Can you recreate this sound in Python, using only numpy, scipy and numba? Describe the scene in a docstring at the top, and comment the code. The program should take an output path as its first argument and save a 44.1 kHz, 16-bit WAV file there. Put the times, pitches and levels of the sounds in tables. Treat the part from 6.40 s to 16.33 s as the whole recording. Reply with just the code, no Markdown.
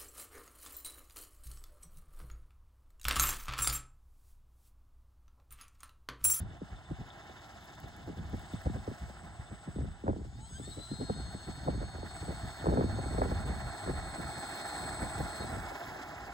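"""Gusts thump and flutter on a phone while a small electric model plane taxis up an asphalt strip.
The wind is low noise plus eddies, short sines that slide down in pitch. Foam wheels roar as noise through
the resonances of a hollow airframe, with axle rattle, hiss and ticks of grit. The speed controller whistles
near 8 kHz and the motor whines up as the throttle opens: sines tied to the shaft speed. Two microphone
ports hear the strip with levels and phases that shift as the plane comes abeam."""
import sys
import numpy as np
from scipy import signal
from scipy.fft import rfft, irfft, next_fast_len
from scipy.io import wavfile
from scipy.ndimage import uniform_filter1d
from numba import njit

SR = 44100
rng = np.random.default_rng(int(sys.argv[2]) if len(sys.argv) > 2 else 0)


def master_out(mix):
    """Clip the mix to full scale and print it as 16-bit PCM to the path in sys.argv[1]."""
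    frames = np.transpose(np.atleast_2d(mix))
    ceiling = np.clip(frames, -1, 1)
    pcm = np.round(ceiling * 32767).astype(np.int16)
    wavfile.write(sys.argv[1], SR, pcm)


N = 437913
T = np.arange(N) / SR
HZ = np.fft.rfftfreq(next_fast_len(N), 1 / SR)

# Wind between the puffs. Each row: time in seconds, rumble in dB, flutter in dB.
WIND_LULL = [(0, -31, -53), (0.15, -59, -59), (1.3, -61.5, -60), (1.77, -48.5, -51), (2.6, -56, -66.5),
             (5.2, -55.5, -56.5), (6.2, -55, -71.5), (6.44, -38, -43), (7.1, -35, -48.5), (7.3, -57, -57),
             (8.38, -58.5, -63), (8.63, -45.5, -56.5), (9.3, -63, -64), (9.93, -52, -72)]
# Puffs of wind on the ports. Each row: middle in seconds, length in seconds, rumble in dB, flutter in dB.
WIND_PUFFS = [(0.111, 0.057, -45, -47), (0.215, 0.016, -53, -41), (0.333, 0.04, -43.5, -49.5),
              (0.515, 0.04, -39.5, -46), (0.606, 0.03, -39.5, -42), (1.44, 0.061, -45.5, -50),
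              (1.688, 0.03, -47, -40), (1.791, 0.034, -35.5, -44), (1.845, 0.081, -39, -51),
              (1.943, 0.046, -35.5, -42), (2.075, 0.02, -61, -62), (2.143, 0.0091, -35, -37.5),
              (2.27, 0.015, -27, -29.5), (2.361, 0.064, -36, -42), (2.491, 0.027, -40, -39.5),
              (2.631, 0.032, -39, -42.5), (2.694, 0.021, -49, -41.5), (2.844, 0.15, -52, -52),
              (3.002, 0.02, -40.5, -41.5), (3.124, 0.036, -51, -43.5), (3.284, 0.0225, -33.5, -42.5),
              (3.409, 0.084, -34, -40), (3.474, 0.051, -36, -53), (3.69, 0.042, -28.5, -34.5),
              (3.798, 0.17, -43.5, -46), (3.927, 0.042, -59, -53), (3.993, 0.067, -40, -51.5),
              (4.132, 0.058, -44, -48.5), (4.212, 0.047, -51, -43), (4.286, 0.065, -45, -46),
              (4.385, 0.034, -51, -39), (4.526, 0.032, -34.5, -39), (4.62, 0.048, -37, -36),
              (4.706, 0.015, -29.5, -32.5), (4.79, 0.18, -39.5, -50), (4.949, 0.011, -37.5, -43),
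              (5.083, 0.025, -36, -40.5), (5.202, 0.16, -44.5, -56), (5.29, 0.05, -31, -30.5),
              (5.391, 0.12, -36.5, -41.5), (5.568, 0.06, -58, -57), (5.614, 0.23, -44, -60),
              (5.824, 0.0243, -37, -39), (5.901, 0.039, -40, -35.5), (5.954, 0.043, -41, -56),
              (6.046, 0.058, -37.5, -44.5), (6.295, 0.088, -27.5, -29), (6.404, 0.089, -32.5, -28),
              (6.443, 0.02, -31, -43), (6.495, 0.011, -34, -50), (6.595, 0.037, -42, -37),
              (6.824, 0.12, -51, -34.5), (6.916, 0.032, -29, -35), (7.106, 0.12, -44, -43),
              (7.18, 0.028, -39, -64), (7.255, 0.052, -34.5, -44), (7.5, 0.085, -37.5, -37.5),
              (7.62, 0.17, -41, -57), (7.796, 0.029, -42, -39.5), (7.854, 0.14, -49, -47),
              (7.979, 0.022, -53, -40.5), (8.057, 0.046, -57, -58), (8.16, 0.17, -70, -55),
              (8.356, 0.093, -64, -57), (8.453, 0.17, -45.5, -46), (8.629, 0.045, -38, -34.5),
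              (8.809, 0.077, -37.5, -37.5), (9.025, 0.054, -38.5, -36.5), (9.147, 0.14, -38.5, -43),
              (9.33, 0.074, -65, -68), (9.5, 0.14, -52, -51.5), (9.7, 0.06, -51, -69),
              (9.747, 0.077, -59, -60), (9.831, 0.032, -50, -50)]
# Strong eddies. Each row: start in seconds, strength in dB before a trim, sharpness in dB (sets the pitch).
STRONG_EDDIES = [(0.216, -31, -17), (0.511, -29, -21), (0.737, -50, -7.5), (0.894, -44, -9.5),
                 (1.696, -34.5, -16.5), (1.777, -48, -11.5), (1.939, -38, -17.5), (2.135, -28.5, -20),
                 (2.259, -32, -9.5), (2.297, -29.5, -20), (2.368, -40, -15.5), (2.476, -27.5, -12.5),
                 (2.513, -34, -15.5), (3.112, -42, -14.5), (3.275, -31.5, -20.5), (3.36, -30, -19.5),
                 (3.385, -30.5, -15), (3.442, -43, -14), (3.638, -29, -16), (3.667, -28, -10.5),
                 (3.679, -21.5, -7.5), (3.69, -22.5, -13), (3.699, -30.5, -9.5), (3.73, -35, -9),
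                 (3.762, -33.5, -14.5), (3.847, -42, -10.5), (4.196, -37, -12.5), (4.382, -38, -12.5),
                 (4.514, -29.5, -18.5), (4.611, -30.5, -13), (4.697, -24, -10), (4.798, -38, -16),
                 (4.946, -34.5, -14.5), (5.088, -35, -14.5), (5.277, -29, -8.5), (5.286, -44, -2.5),
                 (5.299, -37, -8), (5.345, -34.5, -15), (5.427, -32.5, -9), (5.547, -38, -12.5),
                 (5.582, -38, -10.5), (5.629, -32.5, -11), (5.827, -36.5, -16), (5.886, -36, -18.5),
                 (6.045, -39, -20), (6.257, -23.5, -9), (6.267, -21, -8), (6.295, -28, -5.5),
                 (6.326, -24.5, -11), (6.372, -22, -7), (6.409, -21, -9), (6.438, -33, -10.5),
                 (6.491, -45, -14.5), (6.561, -37, -12), (6.591, -29, -11.5), (6.658, -34, -11.5),
                 (6.782, -24, -9), (6.817, -18, -5.5), (6.915, -27, -9.5), (7.072, -57, -22),
                 (7.474, -29, -8), (7.785, -35, 1), (9.003, -35, -10), (9.316, -33.5, -5.5),
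                 (9.557, -35, -2.5)]

# Rolling. Each row: time in seconds, wheel roar in dB, air and grit hiss in dB, axle rattle in dB.
ROLLING = [(0, -54, -64, -67), (0.07, -58.5, -77, -75), (0.12, -56, -68.5, -65.5), (0.18, -55.5, -71, -70),
           (0.215, -66, -76, -75), (0.25, -55, -67.5, -70), (0.47, -57, -69.5, -69), (0.6, -54.5, -65, -67),
           (0.8, -53, -66, -67), (1.38, -55, -64, -68), (1.74, -55, -66.5, -70), (2.16, -52.5, -62, -66),
           (2.6, -53.5, -65.5, -72), (3.3, -55.5, -68, -70.5), (3.58, -58.5, -70, -71.5),
           (3.95, -64.5, -69.5, -82), (4.26, -60.5, -63, -67), (4.81, -53.5, -63.5, -65),
           (5.58, -51.5, -64, -69), (5.78, -49.5, -60.5, -65), (6.47, -47.5, -61.5, -66),
           (6.91, -45.5, -60, -64), (7.71, -45, -59.5, -64), (8.4, -42, -55, -62), (9.3, -43, -57.5, -71),
           (9.93, -46, -59.5, -95)]
# Resonances of the hollow airframe. 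Each row: pitch in Hz, width in Hz, level in dB.
AIRFRAME_MODES = [(323, 190, -2.5), (683, 165, 2.5), (799, 143, 3), (1020, 226, -4), (1360, 350, -3.5),
                  (1690, 440, -5.5), (1955, 100, -9), (2210, 127, -10), (2570, 480, -14.5)]
# Resonances of the rattling axle. Each row: pitch in Hz, width in Hz, level in dB.
AXLE_MODES = [(2955, 310, -4.5), (3587, 390, -3.5)]
# Colour of the hiss. Each row: frequency in Hz, relative level in dB.
HISS_COLOUR = [(2200, 7), (2800, 8), (3700, 6.5), (4500, 6), (4900, 7), (5600, 5.5), (6400, 3), (7400, 4.5),
               (8200, 2), (8700, 5.5), (9300, -3), (10000, -42)]
# Colour of the top hiss. Each row: frequency in Hz, relative level in dB.
TOP_COLOUR = [(8800, -23), (9600, -10), (11500, -1.5), (12000, -13), (12400, 6), (13500, -4.5),
              (14700, -1.5), (16500, 1)]
# Grit flicked by the wheels. Each row: start in seconds, tick level in dB, lower part in dB before a trim.
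GRIT_TICKS = [(0.703, -69, 21), (1.2436, -57, 1), (1.256, -57, -6), (1.3204, -62, -5), (1.3503, -57, 2),
              (1.4017, -52, -16), (1.4825, -54, -6), (1.5653, -54, -11), (1.6721, -60, -3),
              (1.8981, -60, -4), (1.9694, -63, -9), (1.9939, -56, 2), (2.1331, -66, 17), (2.2174, -55, -12),
              (2.5486, -58, -10), (2.8539, -60, -7), (5.7324, -73, -3), (7.1916, -55, -15),
              (7.7832, -61, -12), (7.8146, -49, -10), (7.9942, -70, -6), (8.0915, -76, -8),
              (8.3384, -59, -10), (8.8972, -59, -4), (9.2284, -61, -10), (9.2853, -50, 0), (9.397, -66, -8),
              (9.4345, -50, -2), (9.6155, -58, -14)]

# Controller whistle. Each row: time in seconds, level in dB.
WHISTLE_LEVEL = [(0, -79), (0.5, -72), (0.6, -79), (1.88, -77), (2.1, -65), (2.45, -68), (3.35, -64.5),
                 (3.6, -72), (3.95, -74), (4.06, -57), (4.34, -55.5), (5.62, -63.5), (5.75, -56),
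                 (6.41, -61), (6.69, -54), (7.1, -58.5), (7.35, -55.5), (8.55, -49), (9.12, -54),
                 (9.33, -67), (9.42, -95)]
# Controller chopping rate as heard. Each row: time in seconds, rate in Hz.
CHOPPING_RATE = [(0, 8112), (.44, 8095), (.9, 8080), (1.44, 8062), (2.12, 8042), (2.9, 8026), (3.64, 8016),
                 (4.27, 8010), (4.74, 8015), (5.13, 8027), (5.7, 8033), (7.6, 8038), (8.6, 8044),
                 (9.4, 8052)]
# Blade passes that flutter the whistle. Each entry: multiple of shaft speed above the whistle.
BLADE_MULTIPLES = np.array([2, 4, 6, 8, 12, 14])
# The same blade tones. Each entry: level in dB re the whistle.
BLADE_LEVELS_DB = [-35, -17.5, -15.5, -63, -48, -43]
# Motor whine. Each row: time in seconds, level in dB applied to all its tones together.
WHINE_LEVEL = [(0, -80), (1.75, -87), (1.95, -66), (3.78, -74), (3.94, -67.5), (4.1, -66.5), (4.15, -61.5),
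               (4.22, -70), (4.26, -56), (4.29, -64), (4.33, -55), (4.36, -66), (4.42, -51), (4.46, -59.5),
               (4.52, -55), (4.72, -56.5), (4.95, -60), (6.1, -60.5), (6.5, -58.5), (7.1, -60.5),
               (7.76, -60), (8.36, -54.5), (8.8, -63), (9.03, -53.5), (9.06, -64), (9.105, -60),
               (9.13, -82), (9.2, -95)]
# Motor speed. Each row: time in seconds, coil switching rate in Hz.
SWITCHING_RATE = [(0, 2160), (1.9, 2150), (3.62, 2020), (3.92, 2330), (4.03, 2600), (4.15, 3075),
                  (4.23, 3515), (4.28, 3712), (4.335, 3870), (4.38, 3965), (4.44, 4030), (4.53, 4165),
                  (4.6, 4218), (4.72, 4273), (4.92, 4315), (5.5, 4335), (6.44, 4330), (6.63, 4312),
                  (7.17, 4314), (7.3, 4283), (7.55, 4292), (8.0, 4278), (8.3, 4262), (8.55, 4278),
                  (9.03, 4262), (9.06, 4215), (9.115, 4062), (9.2, 3700)]
# Motor tones. 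Each entry: multiple of shaft speed.
ORDER_MULTIPLES = np.array([14, 21, 40, 42, 44, 46, 48, 49, 50, 63, 84])
# The same motor tones at steady speed, before the mount colours them. Each entry: level in dB.
ORDER_LEVELS_DB = [-10, -17, -15, 0, -20, -13, -10.5, -21, -14, -14, -14]
# How each motor tone answers a change of shaft speed. Each entry: share of the lift, negative to sink.
ORDER_SHARES = np.array([1, 1, -1, 0, -1, -1, -1, 1.5, -1, .8, 1])
# Side tones of the chopping. Each entry: multiple of shaft speed added to the chopping rate.
BESIDE_MULTIPLES = np.array([-63, -42, -21, 42])
# The same side tones at steady speed, before the mount colours them. Each entry: level in dB.
BESIDE_LEVELS_DB = [-18, -7, -14, -28]
# How each side tone answers a change of shaft speed. Each entry: share of the lift.
BESIDE_SHARES = np.array([1, .3, 1, 1])
# What the motor mount radiates. Each row: frequency in Hz, gain in dB.
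MOUNT_GAIN = [(650, -12), (820, 4), (900, 0), (980, -14), (1250, -13), (1380, -5), (1450, -8), (1550, 8),
              (1700, 0), (1800, 2), (1950, -12), (2200, -16), (2850, -16), (3100, 1), (3750, -2), (4300, 0),
              (4400, -5), (4550, -16), (4850, -4), (5150, -11), (5500, -22), (5900, -10), (6250, -20),
              (6450, 2), (7300, -2), (7900, -22), (10500, -22), (11100, -3), (11600, -20)]

# How far the plane has come abeam. Each row: time in seconds, share from 0 to 1.
ABEAM_SHARE = [(0, 0), (3.5, 0.1), (4.5, 0.36), (7.5, 0.67), (8.2, 1), (9, 0.65), (9.4, 0.37), (9.93, 0.4)]
# Left port against right for the strip. Each row: frequency in Hz, left minus right in dB and lead of the
# right port in radians with the plane far, then the same two with it abeam.
PORT_BALANCE = [(400, 0, 0, 0, 0), (600, -1, -1.1, -1, -1), (1000, .7, -.45, 0, -.1),
                (1400, -4, -.55, -6, -.3), (1900, -6, -1.5, -9, -.55), (2100, -6, -1.4, -10, -1.4),
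                (2400, 1, -3.1, -3, -2.4), (2700, 4, -3.9, -3, -3.1), (3000, 2, -4.9, 0, -3.2),
                (3450, 7, -6.3, 12, -5.7), (4300, 8, -6.3, 10, -6.6), (4650, 8, -5.7, 12, -5.1),
                (5300, 6, -6.7, 4, -5.8), (5700, 5, -9, 2, -7.9), (6050, 10, -11.3, 4, -12.5),
                (6400, 1, -12.5, 6, -11.8), (6800, .5, -12.5, 0, -12.5), (7400, .5, -12.5, .5, -12.5),
                (8000, 2.5, -11, 2, -11), (8700, 0, -9.5, 0, -9.5)]
# Further lead of the right port. Each row: frequency in Hz, half turns gained.
PORT_HALF_TURNS = [(8700, 0), (9500, 0), (10400, 1), (11700, 1), (12800, 2), (13800, 2), (15000, 3),
                   (17000, 3)]

# half a length from its middle a puff is this far down; its flanks bend by this power
PUFF_EDGE_DB, PUFF_BEND = 8, 1.49
# how much longer a puff takes to leave than to come (rumble, flutter)
PUFF_LINGER = (1.47, 0.92)
# snaps: level re flutter where flutter is -25.5 dB, and their extra growth in dB per dB of flutter
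SNAP_DB, SNAP_SWING = -3.5, .4
# top hiss: level where the hiss stands at -61.5 dB, and its swing in dB per dB of hiss
TOP_DB, TOP_SWING = -67.5, 1.63
STEPS_PER_TURN = 42
# largest lift while the shaft changes speed, and the rate of change that gives three quarters of it
STRAIN_DB, STRAIN_HZ_PER_S = 12, 2400
STUTTER = .25  # whine stutter, dB per dB of lift
WIND_LAG_S, TOP_HZ = .00036, 15750


def undb(db):
    """Turn dB into a plain gain."""
    return 10 ** (np.asarray(db) / 20)


def unit(x):
    """Scale a sound to rms 1."""
    return x / np.sqrt(np.mean(x ** 2))


def curves(rows):
    """Columns of a timed table, drawn as one value a sample."""
    s, *columns = np.transpose(rows)
    return [np.interp(T, s, column) for column in columns]


def shade(points, hz):
    """Gain of (Hz, dB) points at the given frequencies."""
    f, db = np.transpose(points)
    return undb(np.interp(np.log(hz + 1), np.log(f), db))


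def colour(x, gain):
    """Filter a sound by a gain over frequency."""
    size = next_fast_len(N)
    return irfft(rfft(x, size) * gain, size)[..., :N]


def walk(count, size=4000):
    """Smooth random wander, count new levels a second, without drift slower than size samples; rms 1."""
    hold = SR // count
    x = np.repeat(rng.standard_normal(N // hold + 1), hold)
    x = uniform_filter1d(uniform_filter1d(x, hold), hold)[:N]
    return unit(x - uniform_filter1d(x, size=size))


def ring(modes, bumps_db, own_db):
    """Each mode is shaken by its own noise and wander, all swelling on the same bumps; rms 1."""
    total = np.zeros(N)
    for f, width, db in modes:
        level = undb(db + bumps_db + own_db * walk(count=30))
        resonance = 1 / (1 + (2 * (HZ - f) / width) ** 2)
        total += level * np.sqrt(width) * unit(colour(rng.standard_normal(N), resonance))
    return unit(total)


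@njit
def swirl(start, size, hz, turn, fall_s, end_hz, fade_s, swell=8.):
    """Eddies as sine grains: each swells quickly, then fades while its pitch slides down towards end_hz."""
    out = np.zeros(N)
    for k in range(len(start)):
        phase = turn[k]
        for i in range(min(int(5 * fade_s[k] * SR), N - start[k])):
            t = i / SR
            phase += 2 * np.pi * (end_hz + hz[k] / (1 + t / fall_s)) / SR
            envelope = (1 - np.exp(-swell * t / fade_s[k])) * np.exp(-t / fade_s[k])
            out[start[k] + i] += size[k] * np.sin(phase) * envelope
    return out


def puffs():
    """Rumble and flutter levels: puffs swell out of the lull; rumble sinks slower, flutter a little faster."""
    t = T[::100, None]
    middle, length, *peaks_db = np.transpose(WIND_PUFFS)
    levels = []
    for peak_db, lull_db, linger in zip(peaks_db, curves(WIND_LULL), PUFF_LINGER):
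        away = 2 * np.abs(t - middle) / length / np.where(t > middle, linger, 1)
        power = np.sum(undb(peak_db - PUFF_EDGE_DB * away ** PUFF_BEND) ** 2, axis=1)
        levels.append(10 * np.log10(np.interp(T, t[:, 0], power) + undb(lull_db) ** 2))
    return levels


def small_eddies(flutter_db):
    """Flutter of many small eddies; a harder gust sheds smaller, faster ones."""
    when, size, pitch, turn = rng.random((1500, 4)).T
    start = (when * (N - 1)).astype(np.int64)
    hz = 400 * undb(0.2645 * (flutter_db[start] + 48.0) + 11 * (pitch - .5))
    gain = undb(-4 * np.log(size + 0.035))
    small = swirl(start, gain, hz, 2 * np.pi * turn, 0.00319, 72.5, 5.8 / hz)
    # even out the crowd so the flutter level alone shapes it
    power = uniform_filter1d(small ** 2, size=3000) + 0.014 * np.mean(small ** 2)
    return undb(flutter_db) * small / np.sqrt(power)


def snaps(flutter_db):
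    """Brief snaps torn off by the wind, growing faster than the flutter so the hard gusts bring them out."""
    when, size, pitch, turn = rng.random((900, 4)).T
    start = (when * (N - 1)).astype(np.int64)
    hz = 900 * undb(9.0 * (pitch - 1.0))
    gain = undb(-4.5 * np.log(size + 0.01))
    grains = swirl(start, gain, hz, 2 * np.pi * turn, 0.002, 100., 1.6 / hz)
    return undb(SNAP_DB + flutter_db + SNAP_SWING * (flutter_db + 25.5)) * unit(grains)


def strong_eddies():
    """Thumps of single large eddies, each with an opening snap and a slower partner trailing it."""
    s, db, sharp_db = np.transpose(STRONG_EDDIES)
    hz = 2300 * undb(0.605 * sharp_db)
    turn, gap, next_turn = rng.random((len(s), 3)).T
    turn, next_turn = 2 * np.pi * turn, 2 * np.pi * next_turn
    start = (s * SR).astype(np.int64)
    thump = swirl(start, undb(db + 2.5), hz, turn, 0.002205, 69.4, 0.0019 + 6.4 / hz, 4.)
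    # the snap is fainter on the dull ones
    snap_start = ((s + .001) * SR).astype(np.int64)
    snap_gain = undb(db + 5 + .9 * sharp_db)
    snap = swirl(snap_start, snap_gain, 1.35 * hz, next_turn, 0.002, 100., 1.6 / hz)
    late = ((s + 0.00517 + 0.00932 * gap) * SR).astype(np.int64)
    trail = swirl(late, undb(db - 11.0), 0.607 * hz, next_turn, 0.0052, 57.5, 0.012 + 5.9 / hz)
    return thump + snap + trail


def wind():
    """Low noise rumbles with the gusts while small and strong eddies slide down in pitch."""
    rumble_db, flutter_db = puffs()
    rumble_colour = [(20, -17), (45, 5.0), (65, 10.5), (110, 2.5), (200, -4.0), (400, -32.0)]
    rumble = unit(colour(rng.standard_normal(N), shade(rumble_colour, HZ)))
    return undb(rumble_db) * rumble + small_eddies(flutter_db) + snaps(flutter_db) + strong_eddies()


def wheels():
    """Rough asphalt shakes airframe and axles; hiss and sand ride above as coloured noise."""
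    roar_db, hiss_db, axle_db = curves(ROLLING)
    # hiss comes and goes with the patches of the asphalt
    hiss_db = hiss_db + 0.7 * walk(count=4, size=40000)
    top_db = TOP_DB + TOP_SWING * (hiss_db + 61.5)
    bumps = walk(count=40)
    roar = ring(AIRFRAME_MODES, 1.2 * bumps + 1.0 * walk(count=90), 1.0)
    axle = ring(AXLE_MODES, 0.6 * bumps + 1.8 * walk(count=100), 1.5)
    hiss_flicker_db = .7 * bumps + 1.5 * walk(count=90)
    hiss_gain = shade(HISS_COLOUR, HZ) * (HZ > 2000)
    hiss = colour(undb(hiss_flicker_db) * rng.standard_normal(N), hiss_gain)
    # sparse large grains make the top end prickle
    sand = rng.standard_normal(N) * undb(2.9 * np.minimum(rng.exponential(size=N), 7.0))
    top_flicker_db = 0.85 * bumps + 1.6 * walk(count=35)
    top = colour(undb(top_flicker_db) * sand, shade(TOP_COLOUR, HZ))
    rolling = undb(roar_db) * roar + undb(axle_db) * axle
    return rolling + undb(hiss_db) * unit(hiss) + undb(top_db) * unit(top)


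def grit():
    """Flicked grit ticks: filtered noise bursts with a bright top and a lower part that rings longer."""
    out, t = np.zeros(N), T[:1000]
    bright_band = signal.butter(2, [6500, 20600], "band", fs=SR, output="sos")
    lower_band = signal.butter(2, [3340, 3800], "band", fs=SR, output="sos")
    for s, db, lower_db in GRIT_TICKS:
        crack = rng.standard_normal(len(t))
        bright = unit(signal.sosfilt(bright_band, crack)) * np.exp(-t / 0.002)
        lower = unit(signal.sosfilt(lower_band, crack)) * np.exp(-t / 0.007)
        tick = undb(db) * (bright + undb(lower_db - 4) * lower)
        i = int(s * SR)
        out[i:i + len(t)] += tick[:N - i]
    return out


def tone(hz, flutter_db, waver_hz):
    """A sine whose level and pitch waver in the moving air; rms near 1."""
    phase = 2 * np.pi * np.cumsum(hz + waver_hz * walk(count=40)) / SR
    return np.sqrt(2) * np.sin(phase) * undb(flutter_db * walk(count=35))


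def controller_whistle(chop_hz, shaft_hz):
    """The controller's chopping sings as a sine; blade passes add side tones and turbulence a noise skirt."""
    whistle = tone(chop_hz, 0.66, 5.8)
    for multiple, db in zip(BLADE_MULTIPLES, BLADE_LEVELS_DB):
        whistle += undb(db) * tone(chop_hz + multiple * shaft_hz, 2.1, 5.1)
    skirt = ring([(8030, 190, 0)], 0, 1.4)
    level_db = curves(WHISTLE_LEVEL)[0] + 0.49 * walk(count=8, size=20000)
    return undb(level_db) * (whistle + undb(-9.0) * skirt)


def motor_whine(steps_hz, chop_hz, shaft_hz):
    """Magnet and coil tones follow the shaft, with side tones of the chopping; the mount colours them all."""
    climb = uniform_filter1d(np.gradient(steps_hz) * SR, size=3000)
    strain_db = STRAIN_DB * np.tanh(np.abs(climb) / STRAIN_HZ_PER_S)
    pitches = [k * shaft_hz for k in ORDER_MULTIPLES]
    pitches += [chop_hz + k * shaft_hz for k in BESIDE_MULTIPLES]
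    levels_db = [*ORDER_LEVELS_DB, *BESIDE_LEVELS_DB]
    shares = [*ORDER_SHARES, *BESIDE_SHARES]
    whine = np.zeros(N)
    for hz, db, share in zip(pitches, levels_db, shares):
        # tones that answer the strain also come and go
        drift_db = 1.6 * abs(share) * walk(count=12, size=20000)
        stutter_db = STUTTER * strain_db * walk(count=45)
        level = undb(db + share * strain_db + drift_db + stutter_db)
        voice = tone(hz, 1.2 + .3 * abs(share), 3.5 + .5 * abs(share))
        whine += level * shade(MOUNT_GAIN, hz) * voice
    return undb(curves(WHINE_LEVEL)[0]) * whine


def motor():
    """Shaft speed and chopping rate together drive the whine and the whistle."""
    steps_hz = curves(SWITCHING_RATE)[0]
    shaft_hz = steps_hz / STEPS_PER_TURN
    chop_hz = curves(CHOPPING_RATE)[0]
    return motor_whine(steps_hz, chop_hz, shaft_hz) + controller_whistle(chop_hz, shaft_hz)


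def ports(x, balance_db, lead, sign):
    """What the two ports make of one sound: level and phase split evenly between left and right."""
    f = np.transpose(PORT_BALANCE)[0]
    half_turns = np.interp(HZ, *np.transpose(PORT_HALF_TURNS))
    lead = np.interp(HZ, f, lead) + np.pi * half_turns
    gain = undb(sign * np.interp(HZ, f, balance_db) / 2)
    return colour(x, gain * np.exp(-.5j * sign * lead))


def scene():
    """The plane crossfades from far to abeam at the two ports, under wind that sweeps across them."""
    sign = np.array([[1], [-1]])  # left, right
    strip = motor() + wheels() + grit()
    _, far_db, far_lead, abeam_db, abeam_lead = np.transpose(PORT_BALANCE)
    abeam = np.clip(curves(ABEAM_SHARE)[0], 0, 1)
    plane = (1 - abeam) * ports(strip, far_db, far_lead, sign)
    plane = plane + abeam * ports(strip, abeam_db, abeam_lead, sign)
    # a little scattered sound reaches the ports out of step
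    scatter = rng.standard_normal(2000) * np.exp(-T[:2000] / 0.0082)
    scatter = scatter / np.linalg.norm(scatter)
    plane = plane + undb(-16) * sign * signal.fftconvolve(strip, scatter)[:N]
    air = colour(wind(), 1 / (1 + (HZ / 1750) ** 6))
    # eddies sweep past the right port first
    gusts = colour(air, np.exp(-1j * np.pi * sign * HZ * WIND_LAG_S))
    # a little of the buffeting differs from port to port
    apart = colour(air, np.exp(-2j * np.pi * 3.0 * np.log(HZ + 10)))
    return plane + gusts + undb(-12.5) * sign * apart


def record(dry):
    """The phone rounds the hardest buffets and cuts the deepest bass and the top."""
    dry = .3 * np.tanh(dry / .3)
    dry = signal.sosfilt(signal.butter(2, 30, "high", fs=SR, output="sos"), dry)
    return signal.sosfilt(signal.ellip(10, .2, 80, TOP_HZ, fs=SR, output="sos"), dry)


dry = scene()
out = record(dry)
master_out(out)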